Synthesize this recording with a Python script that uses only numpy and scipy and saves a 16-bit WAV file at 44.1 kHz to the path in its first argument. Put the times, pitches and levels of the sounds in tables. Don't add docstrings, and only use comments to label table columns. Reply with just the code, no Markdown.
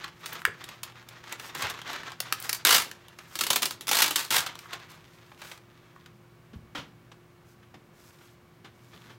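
import sys
import numpy as np
from scipy import signal
from scipy.fft import rfft, irfft, next_fast_len
from scipy.io import wavfile
from scipy.ndimage import map_coordinates

SR = 44100
rng = np.random.default_rng(int(sys.argv[2]) if len(sys.argv) > 2 else 0)


def unload_wav(signal):
    wavfile.write(
        sys.argv[1],
        SR,
        np.round(np.clip(np.atleast_2d(signal).T, -1, 1) * 32767).astype(np.int16),
    )


N = 404838


def amp(db):
    return 10 ** (np.asarray(db) / 20)

def unit(x):
    return x / np.sqrt(np.mean(x ** 2) + 1e-20)

def along(points, hz):
    pitches, values = np.transpose(points)
    return np.interp(np.log(hz + 1), np.log(pitches), values)

def wobble(rate):
    knots = rng.standard_normal(int(N * rate / SR) + 4)
    steps = np.arange(0, len(knots) - 1, 1 / 16)
    return np.interp(np.arange(N) * rate / SR, steps, map_coordinates(knots, [steps]))

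def add(track, start, x):
    i = max(round(start * SR), 0)
    track[i:i + len(x)] += x[:max(N - i, 0)]

def coloured(x, spectrum, tilt=0, bend_delay=0):
    size = 2 * next_fast_len(len(x) // 2 + 2048)
    hz = np.fft.rfftfreq(size, 1 / SR)
    level = along(spectrum, hz) + tilt * np.log2(np.maximum(hz, 1400) / 3000)
    cepstrum = irfft(np.log(amp(level)))
    cepstrum[1:size // 2] *= 2
    cepstrum[size // 2 + 1:] = 0
    lag = 4 * np.pi * bend_delay * np.sqrt(1000 * hz)
    return irfft(rfft(x, size) * np.exp(rfft(cepstrum) - 1j * lag))[:len(x)]

def noise(samples, spectrum):
    return unit(coloured(rng.standard_normal(samples), spectrum))

def crackle(rate, spread_db):
    size = amp(spread_db * np.clip(rng.standard_normal(N), -2, 2)) * rng.choice([-1, 1], N)
    return unit(size * (rng.random(N) < rate / SR))


# pitch in Hz, level in dB.
AIR_TONE = [(20, -48), (40, -19), (80, -12.5), (125, -5.5), (170, -9.5), (220, -12), (310, -17.5),
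            (450, -18), (850, -22.5), (1150, -20.5), (2200, -27), (4500, -35), (10000, -42.5),
            (15800, -40.5)]
# pitch in Hz, level in dB, waver in dB.
HUM_NOTES = [(119, -64, 3.5), (161.8, -68, 2.5), (352.7, -65.5, -1.2), (1130, -79, 2.5), (2250, -78.5, 2)]

def room_hum(air_db=-58, drift=0.22):
    hum, t = np.zeros(N), np.arange(N) / SR
    for hz, db, waver in HUM_NOTES:
        gain = np.sqrt(2) * amp(db + waver * wobble(2.4))
        hum += gain * np.sin(2 * np.pi * hz * t + drift * waver * wobble(4))
    return hum + amp(air_db) * noise(N, AIR_TONE)


def stroke_gains(rows, speed_power=0.88):
    t, gains = np.arange(N) / SR, np.zeros((2, N))
    for middle, length, rustle_db, hiss_db in rows:
        moving = np.abs(t - middle) < length / 2
        speed = np.abs(np.cos(np.pi * (t[moving] - middle) / length))
        gains[:, moving] += amp([[rustle_db], [hiss_db]]) * speed ** speed_power
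    return gains

# pitch in Hz, level in dB.
RUSTLE_TONE = [(150, -40), (250, -4.5), (459, -4), (720, -1.5), (1090, 3.5), (1280, 3.5), (1710, 3.5),
               (2990, -2.5), (3430, -2), (4860, -9), (6640, -11.5), (10800, -35), (12000, -24.5),
               (15800, -30.5)]
HISS_TONE = [(1500, -28), (5000, 1.5), (7500, -0.5), (10300, -5.5), (12000, -2), (16000, -6.5)]

def rubbing(gains, rustle_db, hiss_db, grain_rate, clump_db, tick_db):
    rustle_gain, hiss_gain = gains
    grains = unit(crackle(grain_rate, spread_db=2.5) * amp(clump_db * wobble(70)))
    rustle = unit(coloured(grains + .5 * rng.standard_normal(N), RUSTLE_TONE, bend_delay=0.000978))
    tick_tone = [(300, -21.5), (1200, 0), (3500, 3.5), (8000, -16), (16000, -20.5)]
    ticks = unit(coloured(crackle(rate=55, spread_db=3), tick_tone, bend_delay=0.000968))
    fine_grains = crackle(rate=3300, spread_db=4.5) * amp(clump_db * wobble(45))
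    hiss = unit(coloured(fine_grains, HISS_TONE))
    return rustle_gain * (amp(rustle_db) * rustle + amp(tick_db) * ticks) + hiss_gain * amp(hiss_db) * hiss

# middle in seconds, length in seconds, rustle in dB, hiss in dB.
SHEET_MOVES = [(0.053, 0.12, -44.5, -71), (0.311, 0.24, -45, -54), (0.672, 0.25, -51.5, -73),
               (0.876, 0.092, -49, -79), (0.988, 0.085, -52, -85), (1.15, .18, -54, -78),
               (1.299, 0.14, -43, -63), (1.453, 0.17, -44.5, -55), (1.637, 0.21, -34.5, -50),
               (1.778, 0.095, -44, -71), (1.926, 0.17, -35, -62), (2.073, .16, -42.5, -76),
               (2.294, 0.16, -45, -59), (2.479, .28, -44.5, -45.5), (3.296, .24, -60.5, -60),
               (4.469, 0.13, -42, -64), (4.618, 0.18, -54.5, -65), (4.736, 0.1, -42, -72),
               (4.831, 0.088, -51, -78), (4.925, 0.086, -55.5, -55.5)]

def sliding_sheet(held_until_s=5, held_rustle_db=-59, held_hiss_db=-81):
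    stir = amp([[held_rustle_db], [held_hiss_db]]) * (np.arange(N) / SR < held_until_s)
    gains = stroke_gains(SHEET_MOVES) + stir
    return rubbing(gains, rustle_db=-1, hiss_db=1, grain_rate=3300, clump_db=5, tick_db=-17)


# pitch in Hz, level in dB.
PAPER_TONE = [(60, -30), (250, -13.5), (700, -8.5), (1000, -1), (1900, -3.5), (3800, 1), (5500, -4.5),
              (8000, -4), (10300, -10.5), (11500, -5), (16000, -10)]

def snap(db, tilt, length, crack, shiver_db, shiver_s):
    t = np.arange(SR // 16) / SR
    rush = np.exp(-(t / length) ** 2)
    shiver = amp(shiver_db) * np.exp(-t / shiver_s)
    burst = rng.standard_normal(len(t)) * (rush + shiver)
    burst[0] += crack
    shift = np.exp(.11 * rng.standard_normal())
    tone = [(hz * shift, level) for hz, level in PAPER_TONE]
    sound = coloured(burst, tone, tilt, bend_delay=0.001211)
    return amp(db) * np.sqrt(length * SR) * sound / np.linalg.norm(sound)

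# start in seconds, level in dB, treble tilt in dB per octave, length in seconds.
MAIN_SNAPS = [(0.042, -31.5, -7, 0.0061), (0.259, -32, -1.3, 0.0067), (0.33, -32, 11, 0.0037),
              (0.6405, -34.5, -1, 0.0032), (0.689, -36, -4, .0035), (0.832, -30.5, 1, 0.0063),
              (1.0876, -39.5, 0.5, 0.0031), (1.324, -29.5, -1, 0.0036), (1.397, -34.5, -1, 0.0036),
              (1.5495, -34, 0, 0.0047), (1.6214, -25, -2.5, 0.0053), (1.698, -32, -1, 0.0079),
              (1.816, -35.5, -4.5, .0042), (1.931, -34.5, -2, .0045), (2.203, -21, 1.5, 0.0032),
              (2.3245, -15.5, 1, 0.0018), (2.401, -30.5, 5.5, .0021), (2.425, -30, 4, 0.0017),
              (2.4931, -21.5, 0, 0.0056), (2.529, -20, 1.5, 0.0036), (2.547, -29.5, 1.5, .0056),
              (2.65, -9.5, 1, .0024), (2.913, -35.5, -1.5, 0.0029), (3.083, -42, -0.5, 0.002),
              (3.1866, -40, -3, 0.0058), (4.4627, -30, -3, 0.012), (4.5538, -36.5, -3.5, 0.0026),
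              (4.59, -36.5, -1.5, 0.0027), (4.7315, -32, -5, 0.0083), (5.316, -45.5, -12, 0.0054),
              (5.417, -39, -5, 0.0072), (5.5155, -39, -4.5, 0.0068), (5.576, -47.5, -3, .004),
              (6.0596, -47, -5, 0.0061)]

def creases(gain_db=-1, per_stroke=3, small_tilt=-6, small_s=0.0026):
    out, small = np.zeros(N), []
    for middle, length, rustle_db, _ in SHEET_MOVES:
        for _ in range(per_stroke):
            start = middle + length * rng.uniform(-1, 1) / 2
            small.append((start, rustle_db + rng.normal(1.5, 2.5), small_tilt, small_s))
    for start, db, tilt, length in MAIN_SNAPS + small:
        add(out, start, snap(db + gain_db, tilt, length, crack=4.2, shiver_db=-14.5, shiver_s=0.012))
    return out


# start in seconds, level in dB, pitch in Hz, seconds to fade by 60 dB.
CARTON_POPS = [(0.4186, -20, 1560, 0.0058), (0.4522, 3, 1710, 0.0066), (2.0327, -26, 1780, 0.012),
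               (2.3243, -12, 1276, 0.014), (2.6516, -3.5, 1520, 0.012), (2.9144, -21, 1810, 0.0067),
               (4.657, -36, 1310, 0.031), (5.962, -37, 1140, .024), (7.741, -41, 770, 0.029)]
# multiple of the pop's pitch, level in dB.
PANEL_NOTES = [(.74, -17), (.88, -8.5), (1, 1), (1.24, -6.5), (1.55, -9), (2.35, -19.5)]

def carton_pops(gain_db=-1, attack_s=0.00062, tick_db=-20):
    out, t = np.zeros(N), np.arange(SR // 10) / SR
    for start, db, hz, fade_s in CARTON_POPS:
        ring = sum(amp(level) * np.sin(2 * np.pi * hz * multiple * t) for multiple, level in PANEL_NOTES)
        tick = amp(tick_db) * noise(len(t), PAPER_TONE) * amp(-60 * t / 0.01)
        pop = ring * (1 - np.exp(-t / attack_s)) * amp(-60 * t / fade_s) + tick
        bass_cut = [(hz / 8, -32), (hz * .42, -14), (hz * .62, 0)]
        add(out, start, amp(db + gain_db) * coloured(pop, bass_cut))
    return out


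# start in seconds, level in dB, pitch in Hz.
HAND_BUMPS = [(0.472, -39, 433), (0.477, -45, 115), (1.567, -41, 169), (1.63, -40, 95),
              (2.756, -40.5, 115.3), (4.383, -38.5, 139), (6.532, -43, 220), (6.55, -38, 110),
              (6.779, -41.5, 127.7), (7.741, -47, 222), (8.94, -44.5, 191), (9.05, -44, 187)]

def thuds(rows, attack_s=0.0043, fade_s=0.13):
    out, t = np.zeros(N), np.arange(SR // 4) / SR
    for start, db, hz in rows:
        body = noise(len(t), [(hz / 4, -36), (hz * 0.51, -7), (hz, 0), (hz * 2, -14), (hz * 8, -55)])
        add(out, start, amp(db) * body * (1 - np.exp(-t / attack_s)) * amp(-60 * t / fade_s))
    return out


def pull_gain(t, held, release, attack_s=0.0018, swell_db=2.5):
    rise_db = swell_db * (np.clip(t / held, 0, 1) - 1)
    fall_db = release * np.maximum(t - held, 0)
    return np.clip(t / attack_s, 0, 1) * amp(rise_db - fall_db)

# start in seconds, seconds held, level in dB,
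# fade in dB per second, extra level of the teeth in dB.
STEADY_PULLS = [(2.652, 0.1, -19, 234, 2.5), (3.913, 0.12, -25.5, 170, 5.5), (4.17, 0.022, -30, 257, 1),
                (4.307, 0.077, -22.5, 446, -4)]
# pitch in Hz, level in dB.
RIP_TONE = [(47, -47), (80, -15), (212, -18), (282, -13.5), (781, -6), (911, 0.5), (1160, -2), (1300, 0.5),
            (2260, -1), (2410, -5.5), (2750, 0.5), (4010, -2), (10200, -10), (12400, -8.5), (15800, -15)]

def tearing(gain_db=-1, jerk_db=2.5):
    t = np.arange(N) / SR
    pull = sum(amp(db) * pull_gain(t - start, held, release) for start, held, db, release, _ in STEADY_PULLS)
    breaks = unit(crackle(rate=7000, spread_db=1) * amp(jerk_db * wobble(260)))
    return amp(gain_db) * pull * unit(coloured(breaks, RIP_TONE, bend_delay=.0012))

def cutter_teeth(gap_s=.0185, jitter_s=.0015):
    out = np.zeros(N)
    for start, held, db, release, teeth_db in STEADY_PULLS:
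        for k in range(1, 10):
            delay = k * gap_s + jitter_s * rng.standard_normal()
            tooth = snap(db + teeth_db, tilt=-0.36, length=0.007, crack=5, shiver_db=-18.5, shiver_s=.011)
            add(out, start + delay, pull_gain(delay, held, release) * tooth)
    return out


# start in seconds, level in dB.
CUTTER_BITES = [(3.3541, -27), (3.389, -24.5), (3.4089, -19.5), (3.4357, -23), (3.4662, -23.5),
                (3.5025, -16.5), (3.5304, -21.5), (3.5589, -18), (3.6205, -22.5), (3.6284, -20),
                (3.6551, -21.5), (3.7077, -27), (3.809, -31.5), (3.8697, -28.5), (3.8797, -24.5),
                (3.8897, -21.5), (3.9127, -19), (4.0194, -16), (4.108, -22.5), (4.1578, -18),
                (4.249, -31.5), (4.305, -22)]

def cutter_bites(gain_db=-.5, typical_db=-21.5, doubling_db=8.5, jolt_db=-21.5, jolt_hz=340):
    out = np.zeros(N)
    for start, db in CUTTER_BITES:
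        length = 0.0057 * 2 ** ((db - typical_db) / doubling_db)
        bite = snap(db + gain_db, tilt=-0.36, length=length, crack=2.6, shiver_db=-5, shiver_s=0.019)
        add(out, start, bite)
    jolts = [(start, db + jolt_db, jolt_hz) for start, db in CUTTER_BITES]
    return out + thuds(jolts)


# middle in seconds, length in seconds, rustle in dB, hiss in dB.
FINGER_MOVES = [(5.15, 0.84, -61, -68.5), (5.48, 0.22, -49.5, -54.5), (5.85, 0.64, -63, -86),
                (7.5, 0.11, -76, -65.5), (8.05, 0.25, -61.5, -60), (8.25, 0.26, -65, -65),
                (8.85, 0.26, -68.5, -68), (9.04, 0.27, -56.5, -66)]

def sliding_fingers():
    gains = stroke_gains(FINGER_MOVES)
    return rubbing(gains, rustle_db=-2.5, hiss_db=-1.5, grain_rate=3000, clump_db=2, tick_db=-5)


# start in seconds, level in dB, seconds to fade by 60 dB.
BOX_KNOCKS = [(6.531, -50, 0.1), (6.749, -31.5, 0.15), (6.773, -36.5, 0.21), (7.116, -39, 0.041),
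              (7.628, -50.5, 0.05), (7.741, -43.5, 0.067), (8.209, -53.5, 0.14), (8.644, -43.5, 0.13),
              (8.93, -47.5, .1), (9.095, -47, 0.16)]
# pitch in Hz, level in dB.
BOX_TONE = [(80, -12.5), (280, 4.5), (450, -2.5), (800, 0), (1150, 2.5), (1700, 1), (2500, -3), (3150, 0),
            (4500, -8.5), (6500, -14), (9000, -24.5), (16000, -29)]

def box_knocks(gain_db=1, attack_s=0.0029):
    out, t = np.zeros(N), np.arange(SR // 4) / SR
    for start, db, fade_s in BOX_KNOCKS:
        clatter = noise(len(t), BOX_TONE) * (1 - np.exp(-t / attack_s)) * amp(-60 * t / fade_s)
        add(out, start, amp(db + gain_db) * clatter)
    return out


# pitch in Hz, seconds to fade by 60 dB.
ECHO_FADES = [(150, 0.79), (1500, 0.28), (5000, 0.28), (15000, 0.12)]

def kitchen_echo(x, early_db=-11, late_db=-12, early_s=0.014, build_s=0.0017):
    out, hop = np.zeros(N), SR // 10
    window = np.sin(np.pi * np.arange(2 * hop) / (2 * hop))
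    padded = np.pad(x, (0, 2 * hop))
    for start in range(0, N, hop):
        hz, ages, bands = signal.stft(rng.standard_normal(SR // 3), SR, nperseg=256)
        fade = amp(-60 * ages / along(ECHO_FADES, hz)[:, None])
        tail = signal.istft(bands * fade, SR, nperseg=256)[1]
        t = np.arange(len(tail)) / SR
        tail *= np.clip(t / build_s, 0, 1)
        bounces = rng.standard_normal(len(t)) * (rng.random(len(t)) < .1)
        early = bounces * np.exp(-t / early_s) * (t > .003)
        echo = amp(early_db) * early / np.linalg.norm(early) + amp(late_db) * tail / np.linalg.norm(tail)
        add(out, start / SR, signal.fftconvolve(padded[start:start + 2 * hop] * window, echo))
    return out


def scene():
    paper = sliding_sheet() + creases() + tearing() + cutter_teeth() + cutter_bites()
    box = carton_pops() + thuds(HAND_BUMPS) + sliding_fingers() + box_knocks()
    near = paper + box
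    return (near + kitchen_echo(near) + room_hum())[None]

def record(dry, ceiling=.85, top_hz=15950):
    rounded = dry / (1 + (dry / ceiling) ** 6) ** (1 / 6)
    size = next_fast_len(N + SR // 2)
    passband = np.clip((top_hz - np.fft.rfftfreq(size, 1 / SR)) / 300 + .5, 0, 1)
    return irfft(rfft(rounded, size) * passband, size)[..., :N]


dry = scene()
out = record(dry)
unload_wav(out)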